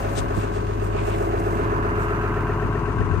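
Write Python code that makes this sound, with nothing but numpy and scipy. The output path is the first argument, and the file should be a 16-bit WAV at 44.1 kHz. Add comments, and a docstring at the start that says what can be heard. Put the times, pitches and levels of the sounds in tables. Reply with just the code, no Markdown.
"""Outdoors, on grass and grit: a six-cylinder excavator diesel idles while someone walks up and turns to it.
Engine: noise and cycle-locked loops pulsed by the firings, plus sine orders for low hums and whine and struck rings.
An interaural delay swings it from right to left. Steps are grainy noise bursts: swish, rustle and crunch.
Air buffets are low noise bursts, short low thumps are decaying sines, and a thin hiss of filtered noise lies on top.
"""
import sys
import numpy as np
from scipy import signal
from scipy.fft import rfft, irfft
from scipy.io import wavfile
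from scipy.ndimage import uniform_filter1d, map_coordinates

SR = 44100
rng = np.random.default_rng(int(sys.argv[2]) if len(sys.argv) > 2 else 0)


def master_out(mix):
    """Clip the mix to full scale and print it as 16-bit PCM to the path in sys.argv[1]."""
    frames = np.transpose(np.atleast_2d(mix))
    ceiling = np.clip(frames, -1, 1)
    pcm = np.round(ceiling * 32767).astype(np.int16)
    wavfile.write(sys.argv[1], SR, pcm)


N = 141120
T = np.arange(N) / SR
SIDES = np.array([[1], [-1]])  # left, right
CYCLE_HZ, CYLINDERS = 7.775, 6  # mean engine cycle rate


def from_db(db):
    """Decibels to amplitude gain."""
    return 10 ** (np.asarray(db) / 20)


def rms_one(x):
    """Scale to unit power."""
    return x / np.sqrt(np.mean(x ** 2) + 1e-20)


def in_time(rows):
    """Interpolate each column of a time table at every sample."""
    time_s, *columns = np.transpose(rows)
    return [np.interp(T, time_s, column) for column in columns]


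def gains_at(points, hz):
    """Gain of a spectrum table, interpolated in dB over log frequency."""
    table_hz, db = np.transpose(points)
    return from_db(np.interp(np.log(hz + 1), np.log(table_hz), db))


def coloured(x, points):
    """Filter by a spectrum table; unit power."""
    hz = np.fft.rfftfreq(N, 1 / SR)
    return rms_one(irfft(rfft(x) * gains_at(points, hz), N))


def drift(rate_hz):
    """Random drift of unit power: white noise through a double-pole low-pass."""
    pole = np.exp(-2 * np.pi * rate_hz / SR)
    noise = rng.standard_normal(N + SR)
    # the first second lets the filter settle
    return rms_one(signal.lfilter([1], [1, -2 * pole, pole * pole], noise)[SR:])


def panned(x, left_minus_right_db):
    """Share the power between left and right."""
    gains = from_db(SIDES * left_minus_right_db / 2)
    return x * gains / np.sqrt(np.mean(gains ** 2, axis=0))


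def ring_down(age_s, hz, t60_s):
    """A sine that falls 60 dB in t60."""
    return np.exp(-np.log(1000) * age_s / t60_s) * np.sin(2 * np.pi * hz * age_s)


def swells(rows, colour, likeness):
    """Gaussian-shaped bursts of coloured noise; likeness = power share common to both ears."""
    power = 0
    for time_s, half_s, db, side_db in rows:
        bell = np.exp(-.5 * ((T - time_s) / half_s) ** 2)
        power = power + panned(from_db(db) * bell, side_db) ** 2
    common = np.sqrt(likeness) * rng.standard_normal(N)
    separate = np.sqrt(1 - likeness) * rng.standard_normal((2, N))
    return np.sqrt(power) * coloured(common + separate, colour)


KNOCK_RISE_S, KNOCK_DECAY_S = 0.00025, 0.022  # time constants


def knocks(cycles, depth, cylinder_db):
    """Combustion envelope: each firing swells fast and dies away, at the strength of its cylinder."""
    firing = cycles * CYLINDERS
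    age_s = firing % 1 / (CYLINDERS * CYCLE_HZ)
    cylinder = np.floor(firing).astype(int) % CYLINDERS
    strength = uniform_filter1d(from_db(cylinder_db)[cylinder], size=64)  # soften the steps
    pulse = rms_one((1 - np.exp(-age_s / KNOCK_RISE_S)) * np.exp(-age_s / KNOCK_DECAY_S))
    return rms_one(strength * (1 - depth + depth * pulse))


# relative spectrum of the engine's broad sound: (frequency [Hz], density [dB per Hz])
BODY_SPECTRUM = [(25, -22), (50, -11.5), (75, 6.5), (130, 1), (200, -0.5), (270, -1), (305, -5.5),
                 (410, -3), (490, -8.5), (605, -6), (665, -4.5), (830, -7), (1000, -1.5), (1350, -7.5),
                 (1580, -11), (1800, -15.5), (2200, -21), (2800, -20), (3300, -37), (5000, -40.5),
                 (5600, -44), (6600, -38.5), (7500, -47.5), (8500, -42), (9800, -49.5)]
BODY_DB = -28.5  # all registers together, before the register levels


def vibration(cycles, low_hz, high_hz, repeats):
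    """One register of the block: a rattle repeated every engine cycle, plus fresh turbulence."""
    hz = np.fft.rfftfreq(N, 1 / SR)
    whole = gains_at(BODY_SPECTRUM, hz)
    band = whole * (hz >= low_hz) * (hz < high_hz)
    fresh = rms_one(irfft(rfft(rng.standard_normal(N)) * band, N))

    size = 32768  # samples in the one-cycle loop
    order_hz = np.arange(size // 2 + 1) * CYCLE_HZ
    lines = gains_at(BODY_SPECTRUM, order_hz) * (order_hz >= low_hz) * (order_hz < high_hz)
    # leave out the orders played as clean tones
    lines[[order for order, _ in ORDER_TONES] + [*HUM_ORDERS, *WHINE_ORDERS]] = 0
    phases = np.exp(2j * np.pi * rng.random(len(order_hz)))
    one_cycle = rms_one(irfft(lines * phases))
    looped = np.interp(cycles % 1 * size, np.arange(size), one_cycle)

    band_gain = from_db(BODY_DB) * np.sqrt(np.sum(band ** 2) / np.sum(whole ** 2))
    return band_gain * (np.sqrt(repeats) * looped + np.sqrt(1 - repeats) * fresh)


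# strong multiples of the engine cycle, 36 and 54 = pump whine, before the register levels:
# (order [per cycle], RMS level [dB])
ORDER_TONES = [(32, -48), (34, -48), (36, -45), (42, -46), (43, -49), (44, -36.5), (48, -44.5), (50, -39),
               (51, -51.5), (52, -40), (54, -33), (55, -50), (56, -47), (57, -51), (58, -48), (85, -48),
               (93, -45.5), (94, -47.5), (123, -43), (126, -46.5), (130, -40), (136, -44.5), (142, -38.5),
               (148, -49), (163, -52.5), (166, -49.5), (199, -49.5)]


def tones(cycles, low_hz, high_hz, peak_at, looseness):
    """Clean orders of one register, wavering in level, phased to peak near one point of the cycle."""
    out = np.zeros(N)
    for order, db in ORDER_TONES:
        if low_hz <= order * CYCLE_HZ < high_hz:
            turns = order * (cycles - peak_at / CYLINDERS) + looseness * (rng.random() - .5)
            level = from_db(db + 0.94 * drift(0.81))
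            out += np.sqrt(2) * level * np.cos(2 * np.pi * turns)
    return out


# parts rung once a cycle by valves and injectors, before rise, fade and register levels:
# (strike [firings], frequency [Hz], strike level [dB], t60 [s], time when clearest [s])
RINGS = [(-0.4, 1120, -28, 0.036, 1.9), (2.3, 710, -25.5, 0.067, 5), (1.07, 1545, -25, 0.11, 3.42),
         (0.7, 2760, -46, .08, 2.8), (2.4, 1820, -33.5, .08, 3.0), (3.5, 2230, -29.5, 0.011, 2.4),
         (3.1, 1200, -35, 0.019, 3.6), (4, 1030, -26, 0.12, 2.3), (4, 1980, -39, 0.013, 3.1),
         (3.5, 1400, -33, 0.061, 2.1), (5, 1123, -26.5, 0.036, 2.8), (5.0, 950, -32, .09, 2.5),
         (5.35, 2080, -34.5, 0.045, 2.0)]
RING_CHANCE_DB, RING_RISE_S = 1.5, 0.00053  # strike spread, rise time constant
RING_FADE_DB_PER_S, RING_FADE_MAX_DB = 6.5, 9.5


def rings(cycles, low_hz, high_hz):
    """Metal parts of one register, struck unequally once a cycle, each clearest at one point of the walk."""
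    out = np.zeros(N)
    for firing, hz, db, t60_s, clearest_s in RINGS:
        if low_hz <= hz < high_hz:
            count, part = np.divmod(cycles + 2 - firing / CYLINDERS, 1)
            age_s = part / CYCLE_HZ
            chance_db = RING_CHANCE_DB * rng.standard_normal(size=64)[count.astype(int)]
            fade_db = np.minimum(RING_FADE_DB_PER_S * np.abs(T - clearest_s), RING_FADE_MAX_DB)
            rise = 1 - np.exp(-age_s / RING_RISE_S)
            out += from_db(db + chance_db - fade_db) * rise * ring_down(age_s, hz, t60_s)
    return out


def locked_sines(cycles, orders, levels):
    """Sines locked to the engine cycle, each with its own RMS level curve."""
    out = np.zeros(N)
    for order, db in zip(orders, in_time(levels)):
        out += np.sqrt(2) * from_db(db) * np.sin(2 * np.pi * (order * cycles + rng.random()))
    return out


# bearing of the engine: (time [s], left ear's delay behind the right [ms])
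BEARING = [(0, 0.48), (.6, 0.57), (1.0, 0.61), (1.4, 0.46), (1.8, 0.38), (2.2, 0.19), (2.6, -0.094),
           (3.2, -0.13)]


def at_ears(source, share=1):
    """The nearer ear hears the machine first; share scales the delay between the ears."""
    delay_ms = share * in_time(BEARING)[0]
    heard_at_s = T - SIDES * delay_ms / 2000  # half to each ear, ms to s
    return map_coordinates(source, [heard_at_s * SR], order=3, mode="mirror")


# low throb orders, 6 = firing, 12 = its double, 13 = fan: (order [per cycle] x 3)
HUM_ORDERS = (6, 12, 13)
# level before the left-right balance: (time [s], order 6 [dB], order 12 [dB], order 13 [dB])
HUM_LEVELS = [(0, -31.5, -36, -32.5), (.5, -31.5, -43, -31), (.8, -29, -48, -27), (1.2, -30, -47, -30.5),
              (3.2, -30.5, -39, -31)]
HUM_LEFT_MINUS_RIGHT_DB, HUM_DELAY_SHARE = 3.5, 0.3025


def low_hums(cycles):
    """Steady low hums of firing and fan, with a reduced delay between the ears."""
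    ears = at_ears(locked_sines(cycles, HUM_ORDERS, HUM_LEVELS), HUM_DELAY_SHARE)
    return from_db(SIDES * HUM_LEFT_MINUS_RIGHT_DB / 2) * ears


# pump and gear whine orders: (order [per cycle] x 3)
WHINE_ORDERS = (18, 72, 87)
# whine level along the walk: (time [s], order 18 [dB], order 72 [dB], order 87 [dB])
WHINES = [(0, -38.5, -35.5, -41), (.7, -47, -45.5, -55), (1.2, -47.5, -38.5, -39), (2.1, -43.5, -45, -45.5),
          (2.5, -34.5, -48, -56), (3.2, -37, -55, -60)]


def whines(cycles):
    """Pump and gears whine at fixed orders of the engine cycle."""
    return at_ears(locked_sines(cycles, WHINE_ORDERS, WHINES))


# registers: (top edge [Hz], share repeated each cycle [0-1], knock depth [0-1], scattered share [0-1],
# common tone peak [firings], phase looseness [0-1 turn])
REGISTERS = [(300.7, 0.27, 0.19, 0.14, 0, 0.65), (480, 0.72, 0.28, 0.14, 2.5, 0.58),
             (848, 0.75, 0.17, 0.4, 3, 0.85), (1204, 0.91, 0.4, 0.64, 4, 0.64),
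             (1810, 0.84, 0.4, 0.46, 0.9, 0.59), (3170, 0.52, 0.5, 0.93, 0, 1),
             (9510, .05, 0.26, 0.97, 0, 1)]
# knock strength in firing order, one row per register: (strength [dB] x 6)
CYLINDER_DB = [(0.99, -1.5, -2, -0.5, 0.5, -0.23), (-0.28, -2.5, 0.5, -2, 3.5, 0.92),
               (1, -2, 1, -2.5, -5, -0.66), (0.19, -5.5, -9.5, 2.5, 4.5, 0.25),
               (-0.89, 0.5, 0.5, 0, -1, -1), (0.87, 3, 2.5, 1, 2, -0.15), (1, 3.5, 3.5, 2, 4, 1)]
# register gain along the walk: (time [s], bass [dB], drone [dB], low middle [dB], knock [dB],
# clatter [dB], tick [dB], hiss [dB])
REGISTER_LEVELS = [(0, -1.5, -4, 4, -7.5, 0.5, 2, 8.5), (.35, 0, -2.5, -0.5, -2.5, 0, -0.5, 4.5),
                   (.75, -2.5, -2, -3, -6, -5.5, -1.5, 6.5), (1.05, -1.5, 0.5, 2.5, -2, -1, 0, 1.5),
                   (1.3, 0, 3.5, 3, -3, 0, 1, 6.5), (1.7, 3, 1.5, 0.5, -1.7, 5, 0.5, 5.5),
                   (2.1, -0.6, 0, -2, -1.5, 6.5, 3, 5), (2.5, 1.5, -1, -1.5, -1, 2, 1.5, 3.5),
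                   (2.8, 2, -1.5, -4.5, -2, -1, 0.5, 3.5), (3.2, 0, -2.5, -7.5, -4.5, -0.5, 0, 3.5)]
# register left minus right: (time [s], bass [dB], drone [dB], low middle [dB], knock [dB],
# clatter [dB], tick [dB], hiss [dB])
REGISTER_BALANCES = [(0, 2.5, 4, -6, 10.5, 1, 1, 9.5), (.6, -0.5, 8, -1.5, 0.5, 2, 2, 5.5),
                     (1.0, 8.5, -5, -4.5, -2.5, 3, -4, 3.5), (1.3, -3, 0, -1.5, 4.5, -1, -2.5, 2.5),
                     (1.7, -0.5, 1.5, 1.5, -10.5, 3, -2, 2), (2.4, -0.5, 5, -3, -1, 1, -2.5, 3.5),
                     (2.8, 1, 6, 9, 7.5, 4, 2.5, 3), (3.2, 11.5, 6, 11, 10, 4, 1, 5)]
FIRST_FIRING_S, SPEED_WANDER = 0.001963, 0.001203  # wander: relative spread of the speed


def engine():
    """Registers pulse with the firings, heard straight and scattered by ground and tracks."""
    speed = 1 + SPEED_WANDER * drift(2.28)
    cycles = CYCLE_HZ * (np.cumsum(speed) / SR - FIRST_FIRING_S)
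    out = low_hums(cycles) + whines(cycles)
    low_hz = 10
    rows = zip(REGISTERS, CYLINDER_DB, in_time(REGISTER_LEVELS), in_time(REGISTER_BALANCES))
    for register, cylinder_db, db, balance_db in rows:
        high_hz, repeats, depth, scattered, peak_at, looseness = register
        beat = knocks(cycles, depth, cylinder_db)
        straight, left, right = [beat * vibration(cycles, low_hz, high_hz, repeats) for _ in range(3)]
        source = np.sqrt(1 - scattered) * straight
        source = source + tones(cycles, low_hz, high_hz, peak_at, looseness)
        source = source + rings(cycles, low_hz, high_hz)
        ears = at_ears(source) + np.sqrt(scattered) * np.array([left, right])
        out = out + from_db(db + SIDES * balance_db / 2) * ears
        low_hz = high_hz
    return out


# thin hiss at the very top: (time [s], level [dB])
TOP_HISS = [(0, -61), (.3, -68), (1.0, -69), (1.35, -66.5), (2.4, -67.5), (3.2, -76)]
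# its relative spectrum: (frequency [Hz], density [dB per Hz])
TOP_COLOUR = [(7500, -39), (9800, -6.5), (11500, 1.5), (13000, 6), (14300, -2), (15700, -24)]


def top_hiss():
    """Faint centred noise in the highest treble, following a level curve."""
    return from_db(in_time(TOP_HISS)[0]) * coloured(rng.standard_normal(N), TOP_COLOUR)


# boots and clothes brush the grass: (time [s], half length [s], level [dB], left minus right [dB])
SWISHES = [(.183, 0.014, -32.5, 18), (.4, 0.043, -49.5, 8), (.56, 0.032, -50, 3), (1.07, 0.11, -50.5, 16)]
# relative spectrum: (frequency [Hz], density [dB per Hz])
SWISH_COLOUR = [(1200, -8), (2500, 3), (3500, 6.5), (5500, 1.5), (8300, 5), (10000, -11), (14000, -16),
                (16000, -33)]
# fine rustle of the walk: (time [s], half length [s], level [dB], left minus right [dB])
RUSTLES = [(.01, 0.017, -49, 10), (.16, .055, -51, 1), (.39, 0.042, -53, 1), (.85, 0.023, -53, 6),
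           (1.08, .035, -51.5, 3), (1.21, 0.064, -52, 3), (1.4, 0.01, -52, 0), (1.51, 0.093, -54.5, 1),
           (2.025, 0.028, -55, 12), (2.025, 0.03, -55, 12)]
# relative spectrum: (frequency [Hz], density [dB per Hz])
RUSTLE_COLOUR = [(2000, -33), (4000, -3), (8500, 4), (10300, -6), (12500, 1), (14000, -11), (16000, -17)]
GRAIN_DB, GRAIN_RATE_HZ = 1.5, 110  # level spread, drift corner


def walk():
    """Steps through grass: noise swishes and rustles, roughened by one random grain."""
    grain = rms_one(from_db(GRAIN_DB * drift(GRAIN_RATE_HZ)))
    swishes = swells(SWISHES, SWISH_COLOUR, likeness=0.42)
    rustles = swells(RUSTLES, RUSTLE_COLOUR, likeness=0.38)
    return grain * (swishes + rustles)


# air on the microphone ports: (time [s], half length [s], level [dB], left minus right [dB])
BUFFETS = [(.2, .06, -29, 0), (2.66, 0.026, -27.5, -1), (3.03, 0.057, -25, 4), (3.14, 0.032, -23, 16)]
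# relative spectrum: (frequency [Hz], density [dB per Hz])
BUFFET_COLOUR = [(20, -21), (50, 2), (80, 4.5), (160, -1.5), (320, -16.5), (600, -28), (2000, -71)]


def buffets():
    """Air turbulence at the ports: low noise bursts, mostly separate at each ear."""
    return swells(BUFFETS, BUFFET_COLOUR, likeness=0.12)


# short low thumps, a possible footfall then wind bumps, mostly left:
# (time [s], level before the sine levels [dB], left minus right [dB])
THUMPS = [(.378, -12, -10), (3.007, -14, 20), (3.117, -18.5, 11), (3.172, -14.5, 16)]
# sines of a thump: (frequency [Hz], relative level [dB], t60 [s])
THUMP_SINES = [(96, -1, 0.069), (178, -1.5, 0.039), (321, -7.5, 0.055)]


def thumps():
    """Each thump is three decaying low sines."""
    out = 0
    for time_s, db, side_db in THUMPS:
        age_s = np.maximum(T - time_s, 0)
        thump = np.zeros(N)
        for hz, sine_db, t60_s in THUMP_SINES:
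            thump += from_db(db + sine_db) * ring_down(age_s, hz, t60_s)
        out = out + panned(thump, side_db)
    return out


# soles on soil and grit: (time [s], half length [s], level [dB], left minus right [dB])
CRUNCHES = [(.42, 0.04, -45.5, 4), (.99, 0.039, -43.5, 2), (1.11, 0.057, -43, 1), (1.62, 0.051, -46, -4)]
# relative spectrum: (frequency [Hz], density [dB per Hz])
CRUNCH_COLOUR = [(500, -14), (1200, -5), (2400, 8), (3300, -2.5), (7000, -25), (16000, -42)]
GRIT_DB, GRIT_RATE_HZ = 2.5, 50  # level spread, drift corner


def crunches():
    """Soil gives way under the soles: noise bursts roughened by a coarse random grain."""
    grit = rms_one(from_db(GRIT_DB * np.clip(drift(GRIT_RATE_HZ), -2, 2)))
    return grit * swells(CRUNCHES, CRUNCH_COLOUR, likeness=0.11)


def scene():
    """Sum of engine, hiss, steps, air buffets and low thumps."""
    return engine() + top_hiss() + walk() + buffets() + thumps() + crunches()


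LOW_CUT_HZ, CUTOFF_HZ = 27, 15700


def record(dry):
    """The microphone drops the deepest rumble; the top is cut steeply."""
    low_cut = signal.butter(2, LOW_CUT_HZ, "high", fs=SR, output="sos")
    top_cut = signal.ellip(10, .1, 90, CUTOFF_HZ, fs=SR, output="sos")
    return signal.sosfilt(top_cut, signal.sosfilt(low_cut, dry))


dry = scene()
out = record(dry)
master_out(out)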